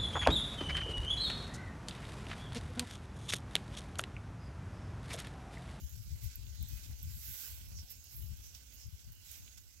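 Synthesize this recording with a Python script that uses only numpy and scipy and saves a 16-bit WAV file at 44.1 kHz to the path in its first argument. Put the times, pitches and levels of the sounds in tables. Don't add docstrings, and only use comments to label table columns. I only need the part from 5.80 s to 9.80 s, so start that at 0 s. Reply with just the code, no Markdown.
import sys
import numpy as np
from scipy import signal
from scipy.fft import rfft, irfft
from scipy.io import wavfile
from scipy.ndimage import uniform_filter1d

SR = 44100
rng = np.random.default_rng(int(sys.argv[2]) if len(sys.argv) > 2 else 0)


def wav_record(signal):
    frames = np.transpose(np.atleast_2d(signal))
    bounded = np.clip(frames, -1, 1)
    quanta = np.round(bounded * 32767).astype(np.int16)
    wavfile.write(sys.argv[1], SR, quanta)


N = 176400
T = np.arange(N) / SR
HZ = np.fft.rfftfreq(N, 1 / SR)

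# frequency in Hz, relative level in dB.
HUSH_SPECTRUM = [(150, -1), (400, -12), (1000, -14.5), (1800, -11.5), (2800, -4), (3700, -6), (6000, -1),
                 (7900, -4.5), (8600, -12), (12500, -13), (16000, -10)]
RASP_SPECTRUM = [(200, -18), (1000, -15.5), (2600, -3), (4000, -1), (6000, 2), (8000, 1), (9200, -8.5),
                 (11700, -8.5), (16000, -22)]
SIZZLE_SPECTRUM = [(7000, -33.5), (10000, -12), (11800, 0.5), (15000, -1.5)]
PUFF_SPECTRUM = [(30, -11.5), (50, -5.5), (70, 2.5), (105, -3), (150, -15), (220, -29), (400, -46.5),
                 (3000, -100)]
DRAUGHT_SPECTRUM = [(30, -14), (65, 6), (100, -6.5), (150, -20.5), (280, -29.5), (3000, -100)]
# time in seconds, level in dB.
HUSH_LEVELS = [(0, -57), (1.1, -56), (1.9, -55), (2.2, -59), (2.7, -56.5), (3.35, -60.5), (3.65, -56),
               (3.82, -60.5), (4, -59)]
FAR_SIZZLE_LEVELS = [(0, -55.5), (.75, -63), (1.9, -59), (3.2, -63), (4, -65)]
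# frequency in Hz, left minus right in dB.
HUSH_BALANCE = [(200, -9), (700, -1.5), (2400, -14.5), (4400, -10.5), (6500, -12.5), (8500, -3),
                (15000, -10)]
# centre and half length in seconds, pitch in Hz, glide in Hz per second,
# bandwidth in Hz, level in dB.
BIRD_CHIRPS = [(0.828, 0.051, 3820, -4000, 700, -59.5), (.97, 0.061, 2520, -2, 90, -65.5),
               (1.988, 0.025, 5660, -12000, 825, -50), (2.115, 0.032, 5430, 3, 740, -56),
               (2.284, .048, 5320, 2, 1200, -59.5), (2.439, .025, 2940, 0, 100, -69.5),
               (2.667, 0.035, 5990, 0, 900, -55), (2.974, .025, 2850, 4000, 180, -68.5),
               (3.021, .036, 5420, 3, 600, -57), (3.383, 0.045, 2890, 2, 200, -66.5),
               (3.888, .035, 7470, 0, 200, -71)]
# time in seconds, left and right levels in dB.
DRAUGHT_LEVELS = [(0, -50.5, -54.5), (1.1, -45, -59), (1.6, -55.5, -60), (1.75, -50, -52), (2.2, -57, -61),
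                  (2.6, -50.5, -53.5), (2.85, -58.5, -57.5), (3.45, -58.5, -60.5), (3.7, -53.5, -55.5),
                  (3.85, -61.5, -56.5)]
# centre and half length in seconds, left and right levels in dB.
AIR_PUFFS = [(0.041, 0.019, -37, -45.5), (0.151, 0.028, -41, -71), (0.205, 0.011, -39, -69),
             (0.269, 0.018, -43, -44), (0.331, .022, -35, -42.5), (0.456, 0.017, -33.5, -69),
             (0.64, 0.064, -46, -60), (0.819, 0.026, -34, -47), (0.928, 0.024, -37.5, -55),
             (1.128, 0.025, -47, -46.5), (1.255, 0.029, -39.5, -41), (1.336, 0.062, -44.5, -55),
             (1.495, 0.026, -45, -57.5), (1.961, 0.041, -42.5, -48.5), (2.43, 0.051, -38.5, -60),
             (2.518, 0.016, -37.5, -52), (3.072, 0.019, -41, -51), (3.141, 0.01, -39, -70),
             (3.283, 0.026, -45, -58)]
# start in seconds, strength in dB, ring of the blade in Hz.
LEAF_TICKS = [(.5568, -26, 13800), (.667, -43, 3400), (.8268, -27.5, 14800), (.8276, -32.5, 11300),
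              (.8285, -41, 3170), (.8873, -32, 13900), (1.2297, -27, 13600), (2.105, -36, 14900),
              (2.242, -37.5, 11900), (2.366, -27, 13500), (2.749, -34, 5600), (2.7497, -39, 3030),
              (3.195, -44.5, 3700), (3.3215, -32.5, 14500), (3.515, -31, 11600), (3.679, -41.5, 3200)]
# peak time, rise and fall in seconds, rasp and sizzle levels in dB.
LEAF_SWISHES = [(.442, 0.016, 0.026, -52.5, -46.5), (.51, 0.044, 0.047, -57, -72),
                (.95, 0.08, 0.1, -56.5, -52), (1.04, 0.0088, 0.023, -53.5, -63),
                (1.575, 0.17, 0.14, -51.5, -41.5), (1.65, 0.16, 0.059, -51.5, -58),
                (2.108, 0.0074, 0.017, -56, -43.5), (2.322, .008, 0.019, -59.5, -54),
                (2.365, 0.037, 0.068, -64.5, -46.5), (2.65, 0.052, 0.048, -64.5, -58),
                (2.749, 0.004, 0.022, -54.5, -53), (2.945, 0.011, 0.019, -70, -53.5),
                (3.01, 0.036, 0.019, -59.5, -60), (3.2, 0.01, 0.023, -58, -61),
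                (3.525, 0.056, 0.058, -53.5, -50), (3.777, 0.0032, 0.012, -54.5, -56)]
# frequency and width in Hz, boost in dB.
HOUSING_RESONANCES = [(1520, 117, 8), (2037, 40, 5.5)]

LEAF_LEFT_DB, BIRD_LEFT_DB, BUZZ_LEFT_DB = -8, -8.5, -20
BUZZ_FIRST_S, BUZZ_EVERY_S, BUZZ_HALF_S = 0.035, 0.733, 0.094
BUZZ_HZ, BUZZ_WIDTH_HZ, BUZZ_SCOOP_HZ = 6580, 210, 149.2
BUZZ_DB, BUZZ_GROWTH_DB_PER_S = -65, 1


def amp(db):
    return 10 ** (np.asarray(db) / 20)


def unit(x):
    return x / np.sqrt(np.mean(x ** 2, -1, keepdims=True) + 1e-20)


def curve(points, column=1):
    rows = np.array(points)
    return amp(np.interp(T, rows[:, 0], rows[:, column]))


def shape(points):
    hz, db = np.transpose(points)
    return amp(np.interp(np.log(HZ + 1), np.log(hz), db))


def colour(x, spectrum):
    return irfft(rfft(x) * unit(shape(spectrum)), N)


def wander(rate_hz):
    return unit(irfft(rfft(rng.standard_normal(N)) / (1 + (HZ / rate_hz) ** 4), N))


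def noise():
    return rng.standard_normal((2, N))


def to_right(x, left_db):
    return x * amp([[left_db], [0]])


def patchy(x, depth_db=1.74):
    spectra = signal.stft(x, nperseg=512, noverlap=384)[2]
    patches = rng.standard_normal(spectra.shape[1:])
    for _ in range(2):
        patches = uniform_filter1d(patches, size=5, axis=0)
        patches = uniform_filter1d(patches, size=18, axis=1)
    spectra *= amp(depth_db * patches / patches.std())
    return unit(signal.istft(spectra, nperseg=512, noverlap=384)[1][:, :N])


def friction(spectrum, grain_db=1.5, flutter_db=0.83):
    grains = np.clip(wander(900), -3, 3)
    rubbing = noise() * amp(grain_db * grains + flutter_db * wander(45))
    return colour(patchy(rubbing), spectrum)


def far_leaves():
    left, right = friction(HUSH_SPECTRUM, grain_db=1, flutter_db=1.02) * curve(HUSH_LEVELS)
    left = irfft(rfft(left) * shape(HUSH_BALANCE), N)
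    edges = friction(SIZZLE_SPECTRUM) * curve(FAR_SIZZLE_LEVELS)
    return np.array([left, right]) + to_right(edges, LEAF_LEFT_DB)


def scattered_tone(hz, width_hz):
    pole = np.exp(-2 * np.pi * width_hz / SR)
    real, imag = rng.standard_normal((2, 2, len(hz)))
    blur = signal.lfilter([1], np.poly([pole] * 3), real + 1j * imag)
    return unit((blur * np.exp(2j * np.pi * np.cumsum(hz) / SR)).real)


def insect():
    t = (T - BUZZ_FIRST_S + BUZZ_EVERY_S / 2) % BUZZ_EVERY_S - BUZZ_EVERY_S / 2
    gate = np.exp(-.5 * (t / BUZZ_HALF_S) ** 4)
    hz = BUZZ_HZ - BUZZ_SCOOP_HZ * np.clip(-t / BUZZ_HALF_S - .5, 0, 1)
    clean = 0.6 * np.sin(2 * np.pi * np.cumsum(hz) / SR)
    halo = scattered_tone(hz, BUZZ_WIDTH_HZ)
    level = amp(BUZZ_DB + BUZZ_GROWTH_DB_PER_S * T)
    return to_right(level * gate * (clean + halo), BUZZ_LEFT_DB)


def birds():
    chirps = np.zeros((2, N))
    for centre, half, hz, glide, width, db in BIRD_CHIRPS:
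        span = abs(T - centre) < 3 * half
        t = T[span] - centre
        swell = amp(db) * np.exp(-.5 * (t / half) ** 2)
        chirps[:, span] += swell * scattered_tone(hz + glide * t, width)
    return to_right(chirps, BIRD_LEFT_DB)


def eddies(spectrum, evenness=0.58):
    rumble = signal.hilbert(colour(noise(), spectrum))
    strength = uniform_filter1d(abs(rumble), size=500, axis=1)
    return unit(rumble.real / strength ** evenness)


def wind_on_microphone(flutter_db=3):
    puff_power = sum(np.exp(-((T - centre) / half) ** 2) * amp([[left_db], [right_db]]) ** 2
                     for centre, half, left_db, right_db in AIR_PUFFS)
    flutter = unit(amp(flutter_db * wander(13.6)))
    draught = np.array([curve(DRAUGHT_LEVELS, 1), curve(DRAUGHT_LEVELS, 2)]) * flutter
    return np.sqrt(puff_power) * eddies(PUFF_SPECTRUM) + draught * eddies(DRAUGHT_SPECTRUM)


def crack(taps, crackle_db=-8.5, crackle_s=0.00049, shiver_db=-19, shiver_s=0.0059):
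    t = T[:SR // 20]
    decay = amp(crackle_db) * np.exp(-t / crackle_s) + amp(shiver_db) * np.exp(-t / shiver_s)
    clicks = np.array([np.roll(taps, 10), taps])
    return clicks + rng.standard_normal(clicks.shape) * signal.oaconvolve(taps, decay)[:len(taps)]


def faint_ticks(each_kind_per_s=44, dull_db=-55, bright_db=-45.5, spread_db=3):
    sizes = amp(spread_db * np.minimum(rng.exponential(1, (2, N)), 2)) * amp([[dull_db], [bright_db]])
    touches = rng.random((2, N)) < each_kind_per_s / SR
    dull, bright = sizes * touches * unit(curve(FAR_SIZZLE_LEVELS))
    taps = colour(crack(dull), RASP_SPECTRUM) + colour(crack(bright), SIZZLE_SPECTRUM)
    return to_right(taps, LEAF_LEFT_DB)


def near_ticks(ring_width_hz=1720, body_db=-17.5):
    rings, bodies = np.zeros((2, 2, N))
    for start, db, hz in LEAF_TICKS:
        burst = amp(db) * crack(signal.unit_impulse(SR // 20))
        band = [hz - ring_width_hz / 2, hz + ring_width_hz / 2]
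        blade = signal.butter(2, band, "bandpass", fs=SR, output="sos")
        span = round(start * SR) + np.arange(burst.shape[1])
        rings[:, span] += signal.sosfilt(blade, burst) * np.sqrt(SR / 2 / ring_width_hz)
        bodies[:, span] += burst
    return to_right(rings + amp(body_db) * colour(bodies, RASP_SPECTRUM), LEAF_LEFT_DB)


def near_swishes():
    rasp_power, sizzle_power = np.zeros((2, N))
    for peak, rise, fall, rasp_db, sizzle_db in LEAF_SWISHES:
        swell = np.exp(-((T - peak) / np.where(T < peak, rise, fall)) ** 2)
        rasp_power += swell * amp(rasp_db) ** 2
        sizzle_power += swell * amp(sizzle_db) ** 2
    blades = np.sqrt(rasp_power) * friction(RASP_SPECTRUM)
    edges = np.sqrt(sizzle_power) * friction(SIZZLE_SPECTRUM)
    return to_right(blades + edges, LEAF_LEFT_DB)


def scene():
    distance = far_leaves() + insect() + birds()
    return distance + wind_on_microphone() + faint_ticks() + near_ticks() + near_swishes()


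def record(dry):
    low_cut_hz, top_hz = 32.8, 16000
    ring_db = sum(db / (1 + (2 * (HZ - hz) / width) ** 2) for hz, width, db in HOUSING_RESONANCES)
    housed = irfft(rfft(dry) * amp(ring_db), N)
    low_cut = signal.butter(4, low_cut_hz, "highpass", fs=SR, output="sos")
    high_cut = signal.firwin(511, top_hz, window=("kaiser", 9), fs=SR)
    return signal.oaconvolve(signal.sosfilt(low_cut, housed), high_cut[None], "same")


dry = scene()
out = record(dry)
wav_record(out)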